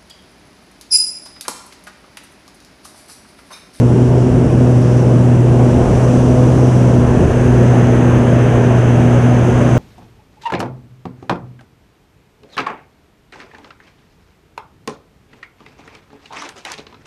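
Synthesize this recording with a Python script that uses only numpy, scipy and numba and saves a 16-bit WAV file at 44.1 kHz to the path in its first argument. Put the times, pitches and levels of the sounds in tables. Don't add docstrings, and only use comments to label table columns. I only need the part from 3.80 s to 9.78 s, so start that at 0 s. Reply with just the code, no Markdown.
import sys
import numpy as np
from scipy import signal
from scipy.fft import rfft, irfft
from scipy.io import wavfile
from scipy.ndimage import uniform_filter1d, minimum_filter1d
from numba import njit

SR = 44100
rng = np.random.default_rng(int(sys.argv[2]) if len(sys.argv) > 2 else 0)


def transcribe(u):
    v = np.clip(np.atleast_2d(u).T, -1, 1)
    q = np.round(v * 32767).astype(np.int16)
    wavfile.write(sys.argv[1], SR, q)


def linear_from_db(decibels):
    return 10 ** (np.asarray(decibels, float) / 20)


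N = 263718


def curves(table):
    time_s, *columns = np.transpose(table)
    return [np.interp(np.arange(N) / SR, time_s, column) for column in columns]


def bells(table):
    middle_s, length_s, height = np.transpose(table)[:, :, None]
    coarse = np.arange(0, N + 64, 64)
    swells = height * np.exp(-((coarse / SR - middle_s) / length_s) ** 2)
    return np.interp(np.arange(N), coarse, np.sum(swells, axis=0))


def walk(rate_hz):
    hold = int(SR / rate_hz)
    levels = np.repeat(rng.standard_normal(N // hold + 1), hold)
    return 1.193 * uniform_filter1d(uniform_filter1d(levels, hold), hold)[:N]


def wave(turns):
    return np.cos(2 * np.pi * turns)


def turbulence(shape, lo_hz, hi_hz, shared_db, own_db, rate):
    octave = np.log2(np.fft.rfftfreq(N, 1 / SR) + 1)
    pitch_hz, level_db = np.transpose(shape)
    corners = np.log2(pitch_hz)
    colour = linear_from_db(np.interp(octave, corners, level_db, left=-99, right=-99)) * rfft(rng.standard_normal(N))
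    inside = (octave > np.log2(lo_hz)) & (octave < np.log2(hi_hz))
    colour = colour * N / np.sqrt(2 * np.sum(np.abs(colour[inside]) ** 2))
    swell_db = shared_db * walk(rate)
    out = 0
    for centre in np.arange(corners[0], corners[-1] + .5, .5):
        share = np.clip(1 - 2 * np.abs(octave - centre), 0, 1)
        out = out + linear_from_db(swell_db + own_db * walk(2 * rate)) * irfft(colour * share, N)
    return out


@njit
def resonance(x, hz, width):
    y, band, low = np.empty(len(x)), 0., 0.
    for i in range(len(x)):
        g, damping = np.tan(np.pi * hz[i] / SR), width[i] / hz[i]
        middle = (band + g * (x[i] - low)) / (1 + g * (g + damping))
        band = 2 * middle - band
        low = low + 2 * g * middle
        y[i] = damping * middle
    return y


# time_s, blade_rate_hz
BLADE_RATE = [(0.0, 119.81), (0.2, 123.19), (0.5, 125.08), (0.85, 123.2), (1.2, 122.88), (1.8, 122.69),
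              (2.2, 123.88), (2.7, 125.41), (2.95, 124.77), (3.2, 122.25), (3.7, 122.21), (4.3, 121.74),
              (4.75, 120.92), (5.1, 120.56), (5.5, 121.49), (5.98, 122.83)]


def blade_turns():
    rate_hz = curves(BLADE_RATE)[0] * (1 + .0015 * walk(9))
    return np.cumsum(rate_hz) / SR + 0.346


# middle_s, length_s,
# strength (-0.3 # to 1, negative lifts the beat)
BUMPS = [(0.0, 0.027, -.3), (0.12, 0.093, 0.18), (0.6, 0.14, 0.7), (1.12, 0.066, 0), (1.74, .08, 0.17),
         (2.03, 0.14, 0.97), (2.4, 0.21, 0.44), (2.75, .06, 0.27), (3.45, .22, 1), (4.13, 0.094, .35),
         (4.4, 0.11, 0.36), (4.75, 0.25, 0.3), (5.25, 0.13, 0.3), (5.75, 0.21, 0.26)]


def rough_air():
    return bells(BUMPS)


# multiple_of_blade_rate, level_db, lead_turns
ENGINE_LINES = [(.5, -33, 0.12), (1.5, -38, 0.44), (4.5, -38.5, 0.66), (5.5, -38.5, 0.32), (6, -47, 0.35)]
# middle_s, length_s, depth_db
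FADES = [(0.13, 0.051, -4), (0.37, .07, -6.5), (0.68, 0.045, -11.5), (1.12, 0.14, -6), (1.66, 0.1, -9.5),
         (2.12, 0.098, -17.5), (2.9, 0.16, -4.5), (3.46, 0.11, -9), (3.88, 0.092, -4), (4.75, 0.12, -4.5),
         (5.0, 0.07, -6), (5.4, .07, -2), (5.62, 0.073, -5.5), (5.98, 0.12, -2.5)]
# middle_s, length_s, gain_db
CATCHES = [
    [(0.2, .12, 7), (1.4, .35, 5), (3.3, .15, 7), (3.85, .3, 7), (5.8, .2, 5)],
    [(0.6, .4, 5), (1.25, .15, 4), (2.5, .45, 7), (3.3, .15, 4), (4.6, .3, 4)],
    [(1.0, .7, 4), (2.5, .2, 4), (3.3, .15, 4), (4.45, .3, 4), (5.5, .4, 7)],
]


def propeller(turns, bump):
    beat_db = -9.5 - 7.5 * bump + 0.36 * walk(22)
    second_db = -15.5 + bells(FADES) - 1.0
    sound = linear_from_db(beat_db) * wave(turns)
    sound = sound + linear_from_db(second_db) * wave(2 * turns - .04 + 0.089 * walk(1.4))
    lines = list(ENGINE_LINES)
    for multiple, level_db, catches in zip((3, 4, 5), (-33, -34, -36), CATCHES):
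        lines.append((multiple, level_db + bells(catches) + 1.2 * walk(2.3), .4))
    flutter_db, slip_turns = 3.5, .12
    for multiple, level_db, lead in lines:
        strength = linear_from_db(level_db + flutter_db * walk(9))
        sound = sound + strength * wave(multiple * turns + lead + slip_turns * walk(5))
    return np.sqrt(2) * sound


# pitch_hz, level_db (per Hz)
BUFFET = [(70, -26), (105, -2.5), (150, 1), (215, -1.5), (290, -4), (345, -1.5), (450, -5.5), (600, -21),
          (900, -36)]


def fuselage_buffet(bump):
    return linear_from_db(-20.5 + 2 * bump) * turbulence(BUFFET, 147, 215.7, shared_db=-0.5, own_db=0.2, rate=9)


# time_s, airspeed (0 to 1), sideslip (0 to 1)
AIR = [(0.0, 0, 0.15), (0.6, 0.21, 0.03), (1.2, .25, .3), (1.65, 0.22, 0.17), (2.2, 0.67, 0.94),
       (2.5, 0.4, 0.8), (2.95, .45, 0.65), (3.2, 0.5, 0.34), (3.45, 0.62, 0.45), (4.0, 0.9, 0.34),
       (4.6, 0.96, 0.08), (5.2, 0.97, .1), (5.7, 1, 0.23), (5.98, 0.99, 0.65)]


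def air_db(slow_db, speed_db, slip_db):
    speed, slip = curves(AIR)
    return slow_db + speed_db * speed + slip_db * slip


# pitch_hz, level_db (per Hz)
ROAR = [(350, -17), (520, 2), (660, -0.5), (800, -4), (1100, -9.5), (1500, -24)]


def canopy_roar(turns):
    puffs = 1 + 0.019 * wave(turns)
    air = turbulence(ROAR, 556, 1200, shared_db=-0.2, own_db=1.16, rate=9)
    return linear_from_db(air_db(-25.5, 5, 3) - 3.0) * puffs * air


# pitch_hz, level_db (per Hz)
SEAL = [(900, -22.5), (1250, 0), (1600, 0.5), (1950, -5.5), (2300, -7), (2800, -8), (3300, -14),
        (3900, -25), (4600, -39)]


def seal_hiss():
    air = turbulence(SEAL, 1210, 3300, shared_db=-0.1, own_db=0.15, rate=11)
    return linear_from_db(air_db(-38.5, 9.5, -1)) * air


# time_s, centre_hz, width_hz
PORT = [(0, 5680, 1000), (1.5, 5950, 900), (3, 6046, 798.9), (4, 6220, 600), (5.98, 6200, 600)]
# middle_s, length_s, gain_db
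HEAD_TURNS = [(0.15, .1, 0.5), (0.41, 0.046, 5), (0.56, 0.077, -1), (1.08, 0.14, 4), (1.55, .15, -3),
              (1.9, .1, 0), (2.9, 0.18, 3)]


def port_ring(port_db):
    hz, width = curves(PORT)
    turn_db = bells(HEAD_TURNS)
    hz = hz * (1 + 0.0077 * walk(23) - .004 * turn_db)
    width = width * (1 + .1 * turn_db)
    wide = resonance(rng.standard_normal(N), hz, 2.1 * width)
    ring = resonance(wide, hz, width) * np.sqrt(SR / (2.0 * width))
    return linear_from_db(port_db - 1.0 + turn_db + 0.36 * walk(25.07)) * ring


# pitch_hz, level_db (per Hz)
TOP = [(1800, -13), (2800, 5), (4200, -2.5), (5500, 1), (7500, 0.5), (9600, -3), (10400, -10),
       (11200, -19.5), (12000, -31), (12600, -41)]


def high_hiss(top_db):
    return linear_from_db(top_db) * turbulence(TOP, 7440, 11000, shared_db=0.0, own_db=0.5, rate=11)


# pitch_hz, level_db (per Hz)
EDGE = [(9200, -3), (10200, 12.5), (11000, 7.5), (11500, 5), (12000, -4), (12700, 2), (13900, -4),
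        (14500, -6), (15200, -23)]


def highest_hiss(port_db, top_db):
    air = turbulence(EDGE, 12300, 14000, shared_db=1.1, own_db=-1.5, rate=25)
    return linear_from_db(0.48 * port_db + 0.54 * top_db - 22) * air


def slipstream(turns, bump):
    port_db, top_db = air_db(-49.5, 6.5, 4.5), air_db(-50.5, 0, 4.5)
    gust = linear_from_db(0.23 * walk(30))
    hiss = seal_hiss() + port_ring(port_db) + high_hiss(top_db) + highest_hiss(port_db, top_db)
    return fuselage_buffet(bump) + canopy_roar(turns) + gust * hiss


# pitch_hz, level_db (per Hz)
RUMBLE = [(8, -27), (20, -14), (40, -2.5), (52, -5), (62, 0), (90, 4.5), (115, -5), (160, -32)]


def airframe_rumble(bump):
    return linear_from_db(-25 + 8 * bump) * turbulence(RUMBLE, 40, 100, shared_db=0.0, own_db=0.3, rate=6)


def canopy_gap():
    pull_s, pull_rise_s, ease_s, ease_fall_s = 3.25, 0.11, 4.8, 0.61
    gap_hz, gap_width_hz, gap_db = 1636, 280, -35
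    t = np.arange(N) / SR
    load = 1 / (1 + np.exp((pull_s - t) / pull_rise_s))
    load = load / (1 + np.exp((t - ease_s) / ease_fall_s))
    hz, width = gap_hz * (1 + 0.048 * walk(6)), np.full(N, float(gap_width_hz))
    air = resonance(resonance(rng.standard_normal(N), hz, 2 * width), hz, width)
    return load * linear_from_db(gap_db + 1.3 * walk(12)) * air / np.std(air)


def scene():
    turns = blade_turns()
    bump = rough_air()
    mix = propeller(turns, bump) + slipstream(turns, bump) + airframe_rumble(bump) + canopy_gap()
    return mix[None]


@njit
def follower(x, attack, release):
    levels, level = np.empty(len(x)), .5
    for i in range(len(x)):
        peak = abs(x[i])
        level += (peak - level) * (attack if peak > level else release)
        levels[i] = level
    return levels


def top_cut(x):
    return signal.sosfilt(signal.butter(12, 14987, fs=SR, output="sos"), x)


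def record(dry):
    ceiling, release_s = 0.94, .04
    loud = dry[0] * linear_from_db(-0.22)
    ahead = -minimum_filter1d(-np.abs(loud), size=90)
    level = uniform_filter1d(follower(ahead, .3, 1 / (release_s * SR)), size=40)
    held = loud * ceiling / np.maximum(level, ceiling)
    return top_cut(held[None])


dry = scene()
out = record(dry)
transcribe(out)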